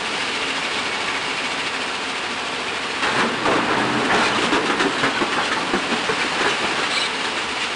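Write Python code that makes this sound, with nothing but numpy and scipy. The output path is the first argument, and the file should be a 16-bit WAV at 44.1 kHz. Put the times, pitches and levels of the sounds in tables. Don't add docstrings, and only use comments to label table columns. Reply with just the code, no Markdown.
import sys
import numpy as np
from scipy import signal
from scipy.fft import rfft, irfft, next_fast_len
from scipy.io import wavfile
from scipy.ndimage import uniform_filter1d, map_coordinates

SR = 44100
rng = np.random.default_rng(int(sys.argv[2]) if len(sys.argv) > 2 else 0)


def unload_audio(sound):
    columns = np.transpose(np.atleast_2d(sound))
    steps = np.round(np.clip(columns, -1, 1) * 32767)
    wavfile.write(sys.argv[1], SR, steps.astype(np.int16))


N = 341775

# time_s, engine_db, rattle_db
MACHINE_LEVELS = [(0, -28, -26), (1.2, -27.5, -27.5), (1.6, -28.5, -27.5), (2.2, -29, -29),
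                  (2.9, -28, -28.5), (3.5, -25, -30), (5.8, -27.5, -28.5), (6.5, -27, -26), (7.3, -28, -28),
                  (7.75, -29, -28.5)]
# frequency_hz, gain_db
ENGINE_SPECTRUM = [(25, -42), (45, -29), (65, -14.5), (120, -9.5), (180, -6), (250, 0), (340, -1.5),
                   (440, 0), (600, -3), (930, 0.5), (1500, -2), (2000, -4.5), (3500, -16), (8000, -44)]
# frequency_hz, gain_db
RATTLE_SPECTRUM = [(500, -47), (1200, -9.5), (1750, -1), (2000, -4), (2400, 0.5), (2800, 1), (3200, -2),
                   (3900, -4.5), (4900, -8), (5800, -14.5), (7500, -15.5), (9000, -18), (10000, -23.5),
                   (11000, -48)]
# pitch_hz, gain_db
DISC_MODES = [(2155, -2), (2385, 1), (2735, -1), (2830, -1), (2940, -6)]
# pitch_hz, half_width_hz, level_db
WHINE_RESONANCES = [(66, 7.4, -60), (256.4, 9.3, -50.5), (272, 7.2, -46.5), (435, 37, -42.5),
                    (736, 18, -46), (890, 43, -42), (985, 15, -48), (1154, 24, -41.5), (1363, 18, -44)]
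# time_s, level_db
PUMP_LEVELS = [(0, -41), (.5, -39.5), (1.12, -35), (1.4, -40), (1.7, -40), (2.1, -52), (7.75, -44)]
# start_s, level_db, pitch_hz
SCRAP_CLINKS = [(.445, -37, 1290), (.772, -38, 1400), (.776, -31, 3200), (1.078, -28, 1890),
                (1.145, -28, 2130), (1.378, -33, 2300), (1.742, -28, 2000), (2.68, -30, 2760)]
# start_s, length_s, grind_db, scrape_db
PANEL_SKIDS = [(3.015, 0.062, -29, -27.5), (3.144, 0.07, -26.5, -31), (3.456, 0.14, -23.5, -33),
               (3.675, 0.042, -23.5, -34), (4.092, 0.13, -19, -27.5), (4.224, 0.075, -24, -29.5),
               (5.125, 0.03, -42, -29.5), (5.406, 0.056, -27, -26), (5.96, 0.05, -42, -27.5),
               (6.39, 0.066, -22, -28)]
# time_s, flex_db, grind_db
FEED_LEVELS = [(3.03, -37, -33), (3.25, -26, -26), (3.41, -32.5, -39), (3.92, -27.5, -27),
               (4.25, -29.5, -26), (4.62, -27, -32), (5.1, -35.5, -32), (5.82, -32.5, -33.5),
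               (6.75, -38, -29), (7.3, -53, -39)]
# pitch_hz, gain_db, t60_s
PANEL_MODES = [(68, -28, 0.18), (130, -13.5, 0.3), (185, -7.5, 0.33), (224.5, -5, 0.26), (245, -5, 0.35),
               (301.6, -1, 0.27), (326, -7, 0.12), (369.4, 1, 0.17), (411, 0, 0.14), (455, 1, 0.16),
               (527, -4.5, 0.093)]
# time_s, favoured_hz
CRUMPLE_PITCH = [(3.1, 240), (3.75, 215), (4.1, 215), (4.25, 312), (7.3, 352)]
# frequency_hz, gain_db
THUD_SPECTRUM = [(35, -36), (70, -22), (100, -12), (135, -4), (250, -1), (490, -1.5), (640, -14),
                 (1300, -32.5)]
CLANG_SPECTRUM = [(30, -22), (100, -12), (300, -18), (500, -3), (680, -1), (900, 1.5), (1200, -0.5),
                  (1750, 0), (2100, -8.5), (2800, -11.5), (5000, -39), (10000, -63)]
CRACK_SPECTRUM = [(500, -44), (1500, -0.5), (2700, 5.5), (4000, 1.5), (5000, -6.5), (6200, -9.5),
                  (8500, -11), (10500, -24)]
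# start_s, tearing_s, crack_db, clang_db
SHEET_RIPS = [(3.024, 0.027, -23, -22.5), (3.195, .025, -26, -20), (3.068, 0.037, -36, -21),
              (3.525, 0.023, -30, -32), (4.047, 0.012, -27, -37), (4.345, 0.05, -26, -29),
              (4.416, 0.054, -22, -33), (4.657, 0.015, -32, -28), (4.796, 0.031, -22, -19),
              (4.979, 0.061, -28.5, -28), (5.159, 0.022, -31, -30), (5.32, 0.02, -27.5, -25),
              (5.514, 0.019, -26, -20), (6.195, 0.032, -29, -25), (7.24, 0.024, -29, -29),
              (7.368, 0.038, -29, -29), (7.606, 0.039, -24.5, -41)]
# time_s, level_db
DRONE_LEVELS = [(3.15, -44), (3.73, -42.5), (3.8, -39), (3.99, -37), (4.06, -43), (4.35, -40)]
# pitch_hz, half_width_hz, gain_db
DRONE_MODES = [(127.4, 5, 1), (231, 12, 4), (297, 7.4, 4.5)]
# start_s, tearing_s, clang_db, clang_hz, crack_db, boom_db, boom_hz, breadth_log_pitch
TOOTH_BITES = [(3.16, .04, -23, 1100, -30, -28.5, 190, .6), (3.228, 0.032, -27, 1100, -42, -21.5, 227, 0.1),
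               (3.452, .02, -24, 1080, -25, -26, 380, .4), (3.474, 0.028, -21, 720, -34, -19.5, 410, 0.37),
               (3.51, 0.032, -19, 720, -27, -23, 450, 0.59), (3.548, 0.049, -25, 1100, -30, -21, 368, .45),
               (3.7, 0.023, -23, 900, -37, -26.5, 440, 0.24),
               (3.768, 0.062, -21, 1100, -31, -21, 243, 0.44),
               (3.885, .02, -30, 950, -38, -28.5, 250, 0.32), (3.94, .02, -26, 950, -47, -29, 260, 0.66),
               (3.995, .02, -30, 950, -38, -28, 270, .4), (4.135, .028, -18, 1300, -32, -22, 380, 0.66),
               (4.175, 0.038, -22, 1050, -25, -21.5, 248, 0.22),
               (4.385, .025, -29, 1200, -27, -21.5, 350, .35), (4.425, 0.023, -21, 1100, -30, -25, 236, .3),
               (4.52, 0.038, -17.5, 1150, -21, -17.5, 340, 0.28),
               (4.562, 0.0097, -20, 900, -27, -21, 310, 0.48),
               (4.63, 0.022, -35, 1100, -45, -25.5, 340, 0.48),
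               (4.697, 0.014, -17, 1500, -23.5, -18, 440, .4),
               (4.795, 0.023, -26, 1110, -33, -22, 340, 0.16),
               (4.845, 0.023, -25, 1000, -32, -16, 307, 0.28),
               (5.03, 0.042, -15, 1390, -22.5, -19.5, 300, 0.89),
               (5.208, .022, -20.5, 1000, -27, -18, 322, 0.11),
               (5.364, 0.045, -20, 1100, -44, -28, 300, 0.54), (5.564, 0.014, -22, 1110, -37, -37, 303, .5),
               (5.734, 0.031, -18.5, 1020, -29, -14.5, 320, .65),
               (5.911, .033, -24, 1000, -27, -24, 280, .6),
               (6.089, 0.012, -19.5, 1000, -27, -20.5, 210, 0.61),
               (6.245, 0.013, -36, 1110, -42, -26.5, 305, 0.34),
               (6.408, 0.021, -22.5, 1200, -26, -24, 370, 0.35),
               (6.445, .028, -21, 1200, -29, -25, 427, .4), (6.463, .012, -25, 1110, -33, -21, 410, 0.23),
               (6.643, 0.013, -22.5, 1110, -31, -23, 350, 0.45),
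               (6.791, 0.019, -24, 1110, -34, -26, 400, 0.44), (6.828, 0.021, -25, 1400, -26, -41, 400, .5)]
# start_s, length_s, pitch_hz, glide_octaves, peak_db
EDGE_SQUEAKS = [(3.451, .018, 1184, -0.016, -15), (3.458, 0.016, 844, -.55, -16),
                (3.576, .016, 930, -0.078, -21), (4.075, 0.099, 758, 0.46, -24),
                (4.326, .016, 3020, 0, -21), (4.335, .055, 1200, .32, -22), (4.35, .018, 3720, -0.18, -24),
                (4.378, 0.013, 2830, -.1, -21), (4.973, 0.044, 3900, 0, -31),
                (5.16, 0.031, 1500, -0.21, -20), (5.427, .02, 3300, 0, -25),
                (6.208, 0.021, 2360, -0.038, -20), (6.504, 0.019, 2790, 0.019, -18.5),
                (6.908, .025, 2640, 0.015, -26), (6.965, 0.027, 2330, 0.014, -15.5),
                (6.966, 0.022, 9680, 0, -39), (6.985, 0.039, 5400, .05, -31), (6.987, .05, 9050, .03, -41),
                (7.008, 0.036, 2950, 0, -19.5), (7.022, 0.05, 2294, 0, -25)]
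# time_s, lower_hz, upper_hz
SQUEAL_PITCHES = [(6.915, 3600, 8200), (6.94, 4080, 7950), (6.963, 4150, 7760), (6.998, 3850, 8100),
                  (7.02, 4080, 7950), (7.046, 3650, 8350), (7.059, 4080, 7900), (7.068, 4150, 8150)]

TIME_S = np.arange(N) / SR


def amp(db):
    return 10 ** (np.asarray(db) / 20)


def unit(x):
    return x / np.sqrt(np.mean(x ** 2) + 1e-20)


def unit_burst(x):
    return x / np.sqrt(uniform_filter1d(x ** 2, SR // 40).max())


def gain_at(spectrum, hz):
    knots_hz, db = np.transpose(spectrum)
    return amp(np.interp(np.log(hz + 1), np.log(knots_hz + 1), db))


def bell(hz, centre_hz, breadth):
    return np.exp(-(np.log((hz + 1) / centre_hz) / breadth) ** 2)


def curves(rows):
    times_s, *columns = np.transpose(rows)
    return [np.interp(TIME_S, times_s, column) for column in columns]


def during(rows, fade_s):
    start, end = rows[0][0], rows[-1][0]
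    return np.interp(TIME_S, [start - fade_s, start, end, end + fade_s], [0, 1, 1, 0])


def wobble(rate_hz):
    knots = rng.standard_normal(int(N * rate_hz / SR) + 4)
    return map_coordinates(knots, [TIME_S * rate_hz])


def phase_of(hz):
    return 2 * np.pi * np.cumsum(hz) / SR


def filtered(x, response):
    size = next_fast_len(len(x) + 8192)
    return irfft(rfft(x, size) * response(np.fft.rfftfreq(size, 1 / SR)), size)[:len(x)]


def coloured(x, spectrum):
    return unit(filtered(x, lambda hz: gain_at(spectrum, hz)))


def resonances(modes):
    track = np.zeros(N)
    for pitch_hz, half_width_hz, db in modes:
        band = filtered(rng.standard_normal(N), lambda hz: 1 / (1 + ((hz - pitch_hz) / half_width_hz) ** 2))
        track += amp(db) * unit(band)
    return track


def impulses(size, per_s):
    return unit((rng.random(size) < per_s / SR) * rng.standard_normal(size))


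def add(track, start_s, sound):
    part = track[round(start_s * SR):][:len(sound)]
    part += sound[:len(part)]


def shifting(x, ring_at):
    hop, track = SR // 7, np.zeros(N)
    padded, fade = np.pad(x, (0, 2 * hop)), np.sqrt(np.hanning(2 * hop))
    for start in range(0, N, hop):
        stretch = padded[start:start + 2 * hop] * fade
        add(track, start / SR, signal.fftconvolve(stretch, ring_at((start + hop) / SR)))
    return track


def walls(t60_s, wet_db):
    t = np.arange(SR // 4) / SR
    tail = rng.standard_normal(len(t)) * amp(-60 * t / t60_s) * (t > .002)
    return (t == 0) + amp(wet_db) * tail / np.linalg.norm(tail)


def in_hopper(x, t60_s, wet_db):
    return signal.fftconvolve(x, walls(t60_s, wet_db))[:len(x)]


def engine_roar(throb_db):
    return coloured(amp(throb_db) * rng.standard_normal(N), ENGINE_SPECTRUM)


def cutter_rattle(throb_db):
    impacts = impulses(N, per_s=1500) * amp(wobble(25))
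    ticks = shifting(impacts, lambda s: walls(t60_s=.11, wet_db=1.5))
    return coloured(amp(throb_db) * (rng.standard_normal(N) + .41 * ticks), RATTLE_SPECTRUM)


def disc_ring(throb_db, t60_s=.12):
    t = np.arange(SR // 5) / SR
    hz, db = np.transpose(DISC_MODES)[:, :, None]

    def ring_at(s):
        modes = amp(db + 3 * rng.standard_normal(hz.shape)) * np.sin(2 * np.pi * hz * t)
        return unit(modes.sum(0) * amp(-60 * t / t60_s))

    return unit(shifting(impulses(N, per_s=60) * amp(throb_db), ring_at))


def pump_whistle(throb_db, pitch_hz=2236, waver=.0062):
    tone = np.sin(phase_of(pitch_hz * (1 + waver * wobble(120))))
    return unit(amp(throb_db + 1.5 * wobble(20)) * tone)


def machine(cycle_hz=13.7, first_throb_s=.067):
    engine_db, rattle_db = curves(MACHINE_LEVELS)
    pump_db, = curves(PUMP_LEVELS)
    cycle = 2 * np.pi * cycle_hz * (TIME_S - first_throb_s) + .42 * wobble(2.7)
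    throb = np.cos(cycle) * (1 - .5 * during(FEED_LEVELS, fade_s=.22))
    flutter_db = .41 * np.sin(6 * cycle) + .34 * wobble(30)
    roar = amp(engine_db) * engine_roar(throb_db=.4 * throb + flutter_db)
    rattle = amp(rattle_db) * cutter_rattle(throb_db=1.05 * throb + flutter_db)
    discs = amp(rattle_db - 12.5) * disc_ring(throb_db=6 * throb)
    pump = amp(pump_db) * pump_whistle(throb_db=6 * throb)
    fan = resonances(WHINE_RESONANCES)
    return roar + rattle + discs + pump + fan


def clinks(mode_count=9, log_spread=.17, chatter_s=.0047, t60_s=.11):
    track, t = np.zeros(N), np.arange(SR // 5) / SR
    for start_s, level_db, pitch_hz in SCRAP_CLINKS:
        modes_hz = pitch_hz * np.exp(log_spread * rng.standard_normal((mode_count, 1)))
        ring = np.sin(2 * np.pi * modes_hz * t).sum(0) * amp(-60 * t / t60_s)
        contacts = impulses(len(t), per_s=1800) * np.exp(-t / chatter_s)
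        chatter = in_hopper(contacts, t60_s=.08, wet_db=-6)
        add(track, start_s, amp(level_db) * unit_burst(signal.fftconvolve(chatter, ring)[:len(t)]))
    return track


def skid_gains(attack_s=.0088, release_s=.046):
    grind, scrape = np.zeros(N), np.zeros(N)
    for start_s, length_s, grind_db, scrape_db in PANEL_SKIDS:
        t = TIME_S - start_s
        stroke = np.clip(t / attack_s, 0, 1) * np.exp(-np.maximum(t - length_s, 0) / release_s)
        grind += amp(grind_db) * stroke
        scrape += amp(scrape_db) * stroke
    return grind, scrape


def panel_ring(detune, favoured_hz, focus_db, breadth, damping_db_per_s):
    t = np.arange(SR // 3) / SR
    hz, db, t60_s = np.transpose(PANEL_MODES)[:, :, None]
    shift, polarity = rng.standard_normal((2, len(PANEL_MODES), 1))
    envelope_db = db + focus_db * bell(hz, favoured_hz, breadth) - (60 / t60_s + damping_db_per_s) * t
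    modes = np.sign(polarity) * np.cos(2 * np.pi * hz * (1 + detune * shift) * t)
    return np.sum(amp(envelope_db) * modes, 0)


def flexing(slip):
    def ring_at(s):
        favoured_hz = np.interp(s, *np.transpose(CRUMPLE_PITCH))
        detune = .021 * (favoured_hz / 300) ** 2
        return unit(panel_ring(detune, favoured_hz, focus_db=3, breadth=.22, damping_db_per_s=45))

    jolts = impulses(N, per_s=900) * amp(1.2 * wobble(40))
    ringing = unit(shifting(jolts, ring_at))
    creases = coloured(impulses(N, per_s=300) * amp(1.9 * slip), THUD_SPECTRUM)
    return unit(ringing + amp(-3.5) * creases)


def grinding(slip):
    fractures = impulses(N, per_s=1500) * amp(.65 * slip)
    return coloured(shifting(fractures, lambda s: walls(t60_s=.23, wet_db=-.5)), CLANG_SPECTRUM)


def burr_chirps(centre_hz=3254, log_spread=.3, count=520, median_s=.0156):
    track = np.zeros(N)
    for when, (pitch, glide, life, size) in zip(rng.random(count), rng.uniform(-1, 1, (count, 4))):
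        progress = np.linspace(0, 1, int(median_s * SR * np.exp(.77 * life)))
        hz = centre_hz * np.exp(log_spread * pitch + .118 * glide * progress)
        add(track, when * N / SR, amp(3.2 * size) * np.sin(np.pi * progress) * np.sin(phase_of(hz)))
    return unit(track)


def scraping(slip):
    fractures = impulses(N, per_s=3000) * amp(1.9 * slip + 3.5 * wobble(18))
    hiss = coloured(shifting(fractures, lambda s: walls(t60_s=.044, wet_db=17)), CRACK_SPECTRUM)
    return unit(hiss + .29 * burr_chirps())


def panel_feed():
    flex_db, grind_db = curves(FEED_LEVELS)
    since_touch_s = TIME_S - FEED_LEVELS[0][0]
    scrape_db = grind_db - 11.5 + 2.5 * since_touch_s
    skid_grind, skid_scrape = skid_gains()
    slip = wobble(28)
    flex = np.hypot(amp(flex_db), amp(-11) * skid_grind) * flexing(slip)
    grind = np.hypot(amp(grind_db), skid_grind) * grinding(slip)
    scrape = np.hypot(amp(scrape_db), skid_scrape) * scraping(slip)
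    return during(FEED_LEVELS, fade_s=.014) * (flex + grind + scrape)


def tear(tearing_s, boom_db, clang_db, crack_db, boom_hz, breadth, clang_hz, attack_s=.0011):
    t = np.arange(SR // 3) / SR
    envelope = (1 - np.exp(-t / attack_s)) * np.exp(-(t / tearing_s) ** 2)
    fractures = envelope * impulses(len(t), per_s=1800)
    fractures[SR // 400] += .24 * np.linalg.norm(fractures)
    ring = panel_ring(detune=.043, favoured_hz=boom_hz, focus_db=11.5, breadth=breadth,
                      damping_db_per_s=320)
    ringing = signal.fftconvolve(fractures, ring)[:len(t)]
    thud = in_hopper(fractures, t60_s=.17, wet_db=-1)
    thud = filtered(thud, lambda hz: gain_at(THUD_SPECTRUM, hz) * np.sqrt(bell(hz, boom_hz, breadth)))
    boom = unit_burst(ringing) + amp(3) * unit_burst(thud)
    clang = coloured(in_hopper(fractures, t60_s=.18, wet_db=1.5), CLANG_SPECTRUM)
    clang = filtered(clang, lambda hz: amp(12.3 * bell(hz, clang_hz, .75)))
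    crack = coloured(in_hopper(fractures, t60_s=.13, wet_db=1), CRACK_SPECTRUM)
    return (amp(boom_db) * unit_burst(boom) + amp(clang_db) * unit_burst(clang)
            + amp(crack_db) * unit_burst(crack))


def rips():
    track = np.zeros(N)
    for start_s, tearing_s, crack_db, clang_db in SHEET_RIPS:
        boom_db = clang_db - 8.5
        rip = tear(tearing_s, boom_db, clang_db, crack_db, boom_hz=330, breadth=.48, clang_hz=1480)
        add(track, start_s, rip)
    return track


def panel_drone():
    level_db, = curves(DRONE_LEVELS)
    return during(DRONE_LEVELS, fade_s=.08) * amp(level_db) * resonances(DRONE_MODES)


def bites():
    track = np.zeros(N)
    for start_s, tearing_s, clang_db, clang_hz, crack_db, boom_db, boom_hz, breadth in TOOTH_BITES:
        add(track, start_s, tear(tearing_s, boom_db, clang_db, crack_db, boom_hz, breadth, clang_hz))
    return track


def squeaks():
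    track = np.zeros(N)
    for start_s, length_s, pitch_hz, glide_octaves, peak_db in EDGE_SQUEAKS:
        progress = np.linspace(0, 1, int(length_s * SR))
        jitter = 1 + .016 * wobble(590)[:len(progress)]
        phase = phase_of(pitch_hz * 2 ** (glide_octaves * (progress - .5)) * jitter)
        tone = np.sin(phase) + amp(-23) * np.sin(2 * phase)
        add(track, start_s, amp(peak_db) * np.sin(np.pi * progress) * tone)
    return track


def strip_squeal(middle_db=-25.5, taper_db=4.5):
    lower_hz, upper_hz = curves(SQUEAL_PITCHES)
    lower = np.sin(phase_of(lower_hz * (1 + .037 * wobble(1100))))
    upper = np.sin(phase_of(upper_hz * (1 + .016 * wobble(1100))))
    chatter = 1 + .6 * wobble(450)
    screech = unit(chatter * (lower + amp(-12) * upper))
    rasp = coloured(impulses(N, per_s=6000), CRACK_SPECTRUM)
    from_middle = np.interp(TIME_S, [SQUEAL_PITCHES[0][0], SQUEAL_PITCHES[-1][0]], [-1, 1])
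    swell = during(SQUEAL_PITCHES, fade_s=.01) * amp(middle_db - taper_db * from_middle ** 2)
    return swell * (screech + amp(-3.5) * rasp)


def scene():
    mix = machine() + clinks() + panel_feed() + panel_drone() + bites() + rips()
    return (mix + strip_squeal() + squeaks())[None]


def limiter(x, ceiling_db, knee_db, averaging_s, depth):
    pole = np.exp(-1 / (averaging_s * SR))
    power = signal.lfilter([1 - pole], [1, -pole], x ** 2)
    x = x * (1 + (power / amp(2 * knee_db)) ** 2) ** (-depth / 4)
    return x / (1 + np.abs(x / amp(ceiling_db)) ** 6) ** (1 / 6)


def asymmetry(x, skew, corner_hz):
    return x - skew * filtered(x ** 2, lambda hz: 1j * hz / (corner_hz + 1j * hz))


def record(dry):
    cutoff_hz = 10750
    held = limiter(dry[0], ceiling_db=-11, knee_db=-17, averaging_s=.1, depth=.53)
    bent = asymmetry(held, skew=.27, corner_hz=20)
    return filtered(bent, lambda hz: 1 / np.sqrt(1 + (hz / cutoff_hz) ** 120))[None]


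dry = scene()
out = record(dry)
unload_audio(out)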